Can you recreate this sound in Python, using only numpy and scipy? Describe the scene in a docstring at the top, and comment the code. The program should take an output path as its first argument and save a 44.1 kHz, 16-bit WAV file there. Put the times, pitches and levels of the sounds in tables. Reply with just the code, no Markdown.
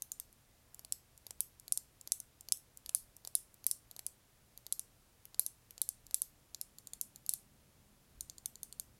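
"""Crisp fingernail taps on the square cap of a small plastic cosmetics tube, close up in a quiet room.
The fingers then roll over the barrel, soft knocks first and sharp clicks last, and return to the cap.
Each tap rings the long nail and the tube for a millisecond or two, scatters between the hands
and dies away in the room. Faint air, hum and low bumps lie underneath."""
import sys
import numpy as np
from scipy import signal
from scipy.fft import rfft, irfft
from scipy.io import wavfile

SR = 44100
rng = np.random.default_rng(int(sys.argv[2]) if len(sys.argv) > 2 else 0)


def wav_out(sig):
    """Save sig, one row per channel (or a flat mono array), as 16-bit PCM at SR to the path in sys.argv[1]."""
    wavfile.write(sys.argv[1], SR, np.round(np.clip(np.atleast_2d(sig).T, -1, 1) * 32767).astype(np.int16))


N = 396459


def undb(db):
    """Decibels to gain."""
    return 10 ** (np.asarray(db) / 20)


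def unit(x):
    """Scale to unit energy."""
    return x / np.sqrt(np.sum(x ** 2) + 1e-18)


def add(track, time_s, sound):
    """Mix a sound into the track in place."""
    start = max(int(round(time_s * SR)), 0)
    track[start:start + len(sound)] += sound[:max(len(track) - start, 0)]


def noise(spectrum, size):
    """Unit-rms noise shaped by (frequency [Hz], relative level [dB]) points."""
    hz, db = np.transpose(spectrum)
    bins_hz = np.maximum(np.fft.rfftfreq(size, 1 / SR), 1)
    gain = undb(np.interp(np.log(bins_hz), np.log(hz), db)) * np.minimum(bins_hz / hz[0], 1)
    return unit(irfft(rfft(rng.standard_normal(size)) * gain, size)) * np.sqrt(size)


def ring(hz, width_hz, db, size=512):
    """One mode: builds up, then decays; wider means shorter."""
    t = np.arange(size) / SR
    swing = np.sin(2 * np.pi * (hz * t + rng.random()))
    return undb(db) * unit(t * np.exp(-np.pi * width_hz * t) * swing)


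def low_noise(rush_db=-78, rumble_db=-87, drone_db=-73.5, drone_start_s=6.3, drone_rise_s=0.64):
    """Steady room rush, a rumble that swells into dull bumps, a soft drone that fades in and stays."""
    # bell-shaped rumble swells: (time [s], 1/e half-width [s], level [dB])
    bumps = [(3.0, .22, -72.5), (6.1, .18, -72), (8.2, 0.054, -60), (8.5, 0.61, -73)]
    t = np.arange(N) / SR
    rush = noise([(150, -11), (250, 3.5), (400, -0.5), (620, -0.5), (800, -5.5), (1300, -9.5),
                  (3000, -21.5), (12000, -34.5)], N)
    rumble = noise([(25, 0.5), (65, -0.5), (120, -15), (400, -42), (4000, -72)], N)
    drone = noise([(90, -18), (140, 0.5), (170, -10), (200, -3), (300, -13), (4000, -54.5)], N)
    swell = sum(undb(db) * np.exp(-((t - time_s) / width_s) ** 2) for time_s, width_s, db in bumps)
    fade_in = np.clip((t - drone_start_s) / drone_rise_s, 0, 1)
    return undb(rush_db) * rush + (undb(rumble_db) + swell) * rumble + undb(drone_db) * fade_in * drone


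def hum():
    """Faint steady tones of mains and appliances."""
    # hum lines: (frequency [Hz], rms level [dB])
    tones = [(119, -79.5), (143, -85.5), (199, -86), (238, -91)]
    t = np.arange(N) / SR
    return sum(undb(db) * np.sqrt(2) * np.sin(2 * np.pi * (hz * t + rng.random())) for hz, db in tones)


def air(level_db=-68.5, whistle_hz=10375, whistle_width_hz=160, whistle_db=-88):
    """Still room air and microphone hiss with a thin whistle in it."""
    # air and hiss spectrum: (frequency [Hz], relative density [dB])
    spectrum = [(20, -7.5), (35, 3.5), (48, -4), (63, -0.5), (85, -0.5), (140, -5), (170, -12), (400, -17),
                (900, -18), (1500, -19.5), (4000, -21.5), (8000, -22), (12000, -22), (16000, -25.5)]
    white = rng.standard_normal(N)
    whistle = signal.fftconvolve(white, ring(whistle_hz, whistle_width_hz, whistle_db, size=2048), "same")
    return undb(level_db) * noise(spectrum, N) + whistle


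def room(x, t60_s=0.215, gap_s=0.0008, near_s=0.008, near_db=-16, wall_s=0.03, wall_db=0.5, size=16384):
    """Short diffuse tail with one near reflection and a slight lift when the walls answer."""
    # echo colour: (frequency [Hz], relative level [dB])
    colour = [(200, -5.5), (2000, 3.5), (4500, -2), (7000, -4.5), (9000, 1.5), (10400, -4), (12500, -0.5),
              (16000, -6)]
    t = np.arange(size) / SR
    envelope = np.exp(-np.log(1000) * t / t60_s) * np.clip(t / gap_s - 1, 0, 1)
    tail = unit(noise(colour, size) * envelope * undb(wall_db * (t > wall_s)))
    add(tail, near_s, undb([near_db]))
    return signal.fftconvolve(x, tail)[:N]


def hands(click, scatter_db=-14, gap_s=0.0012, fade_s=0.0013, size=400):
    """The click plus dense early reflections off the moving fingers and palms."""
    t = np.arange(size) / SR
    onset = np.clip(t / gap_s - 1, 0, 1)
    paths = undb(scatter_db) * unit(rng.standard_normal(size) * onset * np.exp(-t / fade_s))
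    paths[0] = 1  # direct path
    return np.convolve(click, paths)


def snap(impulses, band_hz=(5100, 13500)):
    """Broadband snap of the contact, which spreads all round the room."""
    return signal.sosfilt(signal.butter(3, band_hz, "band", fs=SR, output="sos"), impulses)


def chatter(skid_s=0.00051, size=512):
    """Micro-impacts as the nail skids on the plastic."""
    # skid spectrum: (frequency [Hz], relative level [dB])
    spectrum = [(500, -50), (2000, -32.5), (4000, -18), (6000, 2), (8000, 0), (13500, 1.5), (16000, -13)]
    t = np.arange(size) / SR
    return unit(noise(spectrum, size) * t * np.exp(-t / skid_s))


def struck_at(modes, spot_hz, off_spot_db=-11, log_reach=0.1):
    """Modes with an antinode under the nail ring fully, the others less."""
    return [(hz, width_hz, db + off_spot_db * (1 - np.exp(-(np.log(hz / spot_hz) / log_reach) ** 2)))
            for hz, width_hz, db in modes]


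def body(modes, spread_db):
    """All modes of a part, never excited quite alike twice."""
    return sum(ring(hz, width_hz, db + spread_db * rng.standard_normal()) for hz, width_hz, db in modes)


def tapping(taps, modes, upper_width_hz, lower_width_hz, edge_hz, edge_width_hz,
            chatter_db, spill_db, snap_db):
    """Each tap flexes the nail, rings the shell and jolts the tube; returns (direct, room spill)."""
    # ways a nail meets the tube, levels re the upper nail mode:
    # touch: (upper mode [Hz], lower mode [Hz], lower mode [dB], edge tick [dB], shell [dB], knock [dB])
    touches = {"graze": (10150, 7400.5, 0, 0, -9, -21.5), "flat": (11651.5, 6748.5, -6, -17, -5.5, -12),
               "blunt": (10101, 7601, -1, -5.5, -3, -5.5), "tip": (10299, 7799, -10, -13.5, -15, -31.5),
               "edge": (10748, 8049.5, -8.5, -6, -16, -28), "pad": (11300, 7100, 5, -6, 4, 1.5),
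               "glance": (10545, 6303.5, -9.5, -14.5, -18, -33),
               "slant": (11347, 7201, -8.5, -14.5, -11, -28), "peck": (9906, 6852, -8.5, -4.5, -3, -21.5),
               "pat": (9000, 7100, 4, -6, 3, -10.5)}
    # whole tube jolted against the grip: (frequency [Hz], width [Hz], level [dB])
    knock_modes = [(650, 900, -6), (1980, 1150, -13), (3050, 1200, -6.5)]
    knock_share, snap_share = 0.45, 0.2  # fractions of weight_db
    nail_highpass = signal.butter(2, 2500, "high", fs=SR, output="sos")  # a nail radiates no bass
    direct, clicks, impulses = np.zeros((3, N))
    for time_s, touch, strength_db, weight_db, spot_hz in taps:
        upper_hz, lower_hz, lower_db, edge_db, shell_db, knock_db = touches[touch]
        rebound_s = rng.uniform(0.0006, 0.0012)
        nail = ring(upper_hz, upper_width_hz, 0)
        add(nail, rebound_s / 2, ring(lower_hz, lower_width_hz, lower_db + weight_db))  # nail lifts
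        add(nail, rebound_s, ring(edge_hz, edge_width_hz, edge_db))  # edge touches again
        shell = undb(shell_db + weight_db) * body(struck_at(modes, spot_hz), spread_db=1)
        knock = undb(knock_db + knock_share * weight_db) * body(knock_modes, spread_db=3.5)
        click = undb(strength_db) * (signal.sosfilt(nail_highpass, nail) + shell + knock)
        add(direct, time_s, hands(click))
        add(direct, time_s, undb(strength_db + chatter_db) * chatter())
        add(clicks, time_s, click)
        add(impulses, time_s, undb([strength_db + snap_share * weight_db]))
    # clicks beam at the microphone, so little reaches the room
    return direct, undb(spill_db) * clicks + undb(snap_db) * snap(impulses)


def cap():
    """Flurries of nail taps on the hollow cap, at the start and the end."""
    # cap taps: (time [s], touch, strength [dB], weight behind the nail [dB], favoured frequency [Hz])
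    taps = [(0.0216, "peck", -17, 1.5, 5760), (0.1181, "peck", -16.5, -1.5, 6640),
            (0.199, "peck", -16, -4, 3920), (0.3277, "slant", -37, -5, 5580),
            (6.785, "slant", -26.5, 5.5, 4500), (6.8717, "pat", -26.5, -6.5, 4160),
            (6.9343, "pat", -26, 4, 4030), (7.0127, "slant", -10.5, -3, 4840),
            (7.1598, "slant", -29.5, 4.5, 4450), (7.2636, "flat", -24.5, -2.5, 4100),
            (7.2928, "tip", -6, 3, 4140), (7.3372, "slant", -9.5, -2, 4610), (8.2083, "peck", -19, 3, 5220),
            (8.298, "pat", -28.5, 3, 4140), (8.3821, "pat", -32, -2, 4600), (8.4587, "peck", -13, -3, 3920),
            (8.5558, "pat", -31, -1, 4700), (8.632, "peck", -20.5, 2.5, 5340),
            (8.7259, "pat", -29.5, -0.5, 4170), (8.7978, "peck", -17.5, 2, 5070)]
    # cap shell modes: (frequency [Hz], width [Hz], level [dB])
    modes = [(3640, 480, -6.5), (4430, 830, -1), (6360, 390, 2), (7050, 530, 5), (8320, 310, -1),
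             (9840, 3300, 5), (14260, 560, -2.5)]
    return tapping(taps, modes, upper_width_hz=2400, lower_width_hz=930,
                   edge_hz=12700, edge_width_hz=2300, chatter_db=-6, spill_db=-17, snap_db=-9)


def barrel():
    """Finger rolls on the barrel, whose shell is damped by the grip."""
    # barrel taps: (time [s], touch, strength [dB], weight behind the nail [dB], favoured frequency [Hz])
    taps = [(0.7453, "graze", -30, -1, 4650), (0.7934, "flat", -26.5, 0, 4800),
            (0.8484, "blunt", -28, -1, 4500), (0.9232, "tip", -9.5, 8.5, 5300),
            (1.1769, "graze", -37.5, 1, 6000), (1.2669, "flat", -24, 0.5, 4500),
            (1.3076, "blunt", -23, -1, 5800), (1.4057, "edge", -4.5, -3, 4370),
            (1.598, "graze", -34, 2.5, 4830), (1.6802, "flat", -23.5, -1, 4600),
            (1.7229, "tip", -2, -1.5, 5340), (1.7746, "tip", -9, 3.5, 5860),
            (2.0118, "graze", -34, 6, 5210), (2.0744, "flat", -22.5, 2, 4630),
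            (2.1201, "tip", -3.5, 6, 5920), (2.2019, "glance", -18.5, 4.5, 5470),
            (2.4088, "graze", -31.5, 0.5, 5330), (2.4865, "flat", -24.5, 3, 4700),
            (2.5222, "tip", -3.5, 6.5, 5530), (2.5721, "glance", -28, 4, 6120),
            (2.7729, "graze", -31, 0, 4860), (2.8613, "flat", -24.5, 1, 4520),
            (2.893, "blunt", -21, 4, 6650), (2.9486, "tip", 0, -5.5, 4800),
            (3.1662, "graze", -32.5, -3, 5380), (3.2498, "flat", -24, -1, 4570),
            (3.274, "blunt", -20.5, -0.5, 6370), (3.3526, "tip", -0.5, -7.5, 4230),
            (3.5423, "graze", -37, -4.5, 4010), (3.6423, "flat", -26.5, -0.5, 4470),
            (3.6661, "edge", -2.5, 0, 5120), (3.7126, "tip", -4, -1, 5660),
            (3.9122, "flat", -26.5, -0.5, 4420), (3.9643, "flat", -26, 0, 4420),
            (3.9924, "blunt", -21.5, -2, 4320), (4.0654, "tip", -10.5, 1.5, 5050),
            (4.5759, "flat", -25, -8, 4500), (4.6659, "flat", -23.5, -0.5, 4570),
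            (4.7247, "tip", -6, 0.5, 3860), (4.7944, "glance", -12, 1, 6500),
            (5.2542, "flat", -26.5, -8.5, 4930), (5.3448, "pad", -36.5, 1, 4560),
            (5.3949, "edge", -0.5, -3, 4210), (5.4637, "glance", -9, 0, 4680),
            (5.708, "flat", -26, -6, 3200), (5.7794, "pad", -33.5, -1, 4800),
            (5.8168, "edge", -5, -0.5, 4100), (5.8901, "glance", -8, -2, 6030),
            (6.0666, "graze", -34.5, 1.5, 4750), (6.1101, "flat", -28.5, 2, 4800),
            (6.1442, "tip", -3, 4.5, 6700), (6.2189, "glance", -5, -5, 6100),
            (6.5464, "flat", -26, 9, 4330), (6.6132, "slant", -12.5, -1.5, 5470)]
    # barrel shell modes: (frequency [Hz], width [Hz], level [dB])
    modes = [(2428, 680, -15), (3544, 640, -4), (4080, 690, 1), (4567, 670, -0.5), (5350, 690, 2),
             (6050, 750, 0.5), (7450, 540, 1.5), (9530, 1300, 5), (12600, 632, -14.5)]
    return tapping(taps, modes, upper_width_hz=1910, lower_width_hz=1600,
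                   edge_hz=13000, edge_width_hz=2200, chatter_db=-13, spill_db=-19.5, snap_db=-12)


def scene():
    """Close barrel and cap taps with a little room behind them; mono."""
    barrel_direct, barrel_spill = barrel()
    cap_direct, cap_spill = cap()
    echo = room(barrel_spill + cap_spill)
    background = low_noise() + hum() + air()
    return (barrel_direct + cap_direct + echo + background)[None]


def record(dry):
    """Steep low-pass on the top treble."""
    cutoff_hz = 16200
    return signal.sosfilt(signal.ellip(10, 0.2, 70, cutoff_hz, fs=SR, output="sos"), dry)


dry = scene()
out = record(dry)
wav_out(out)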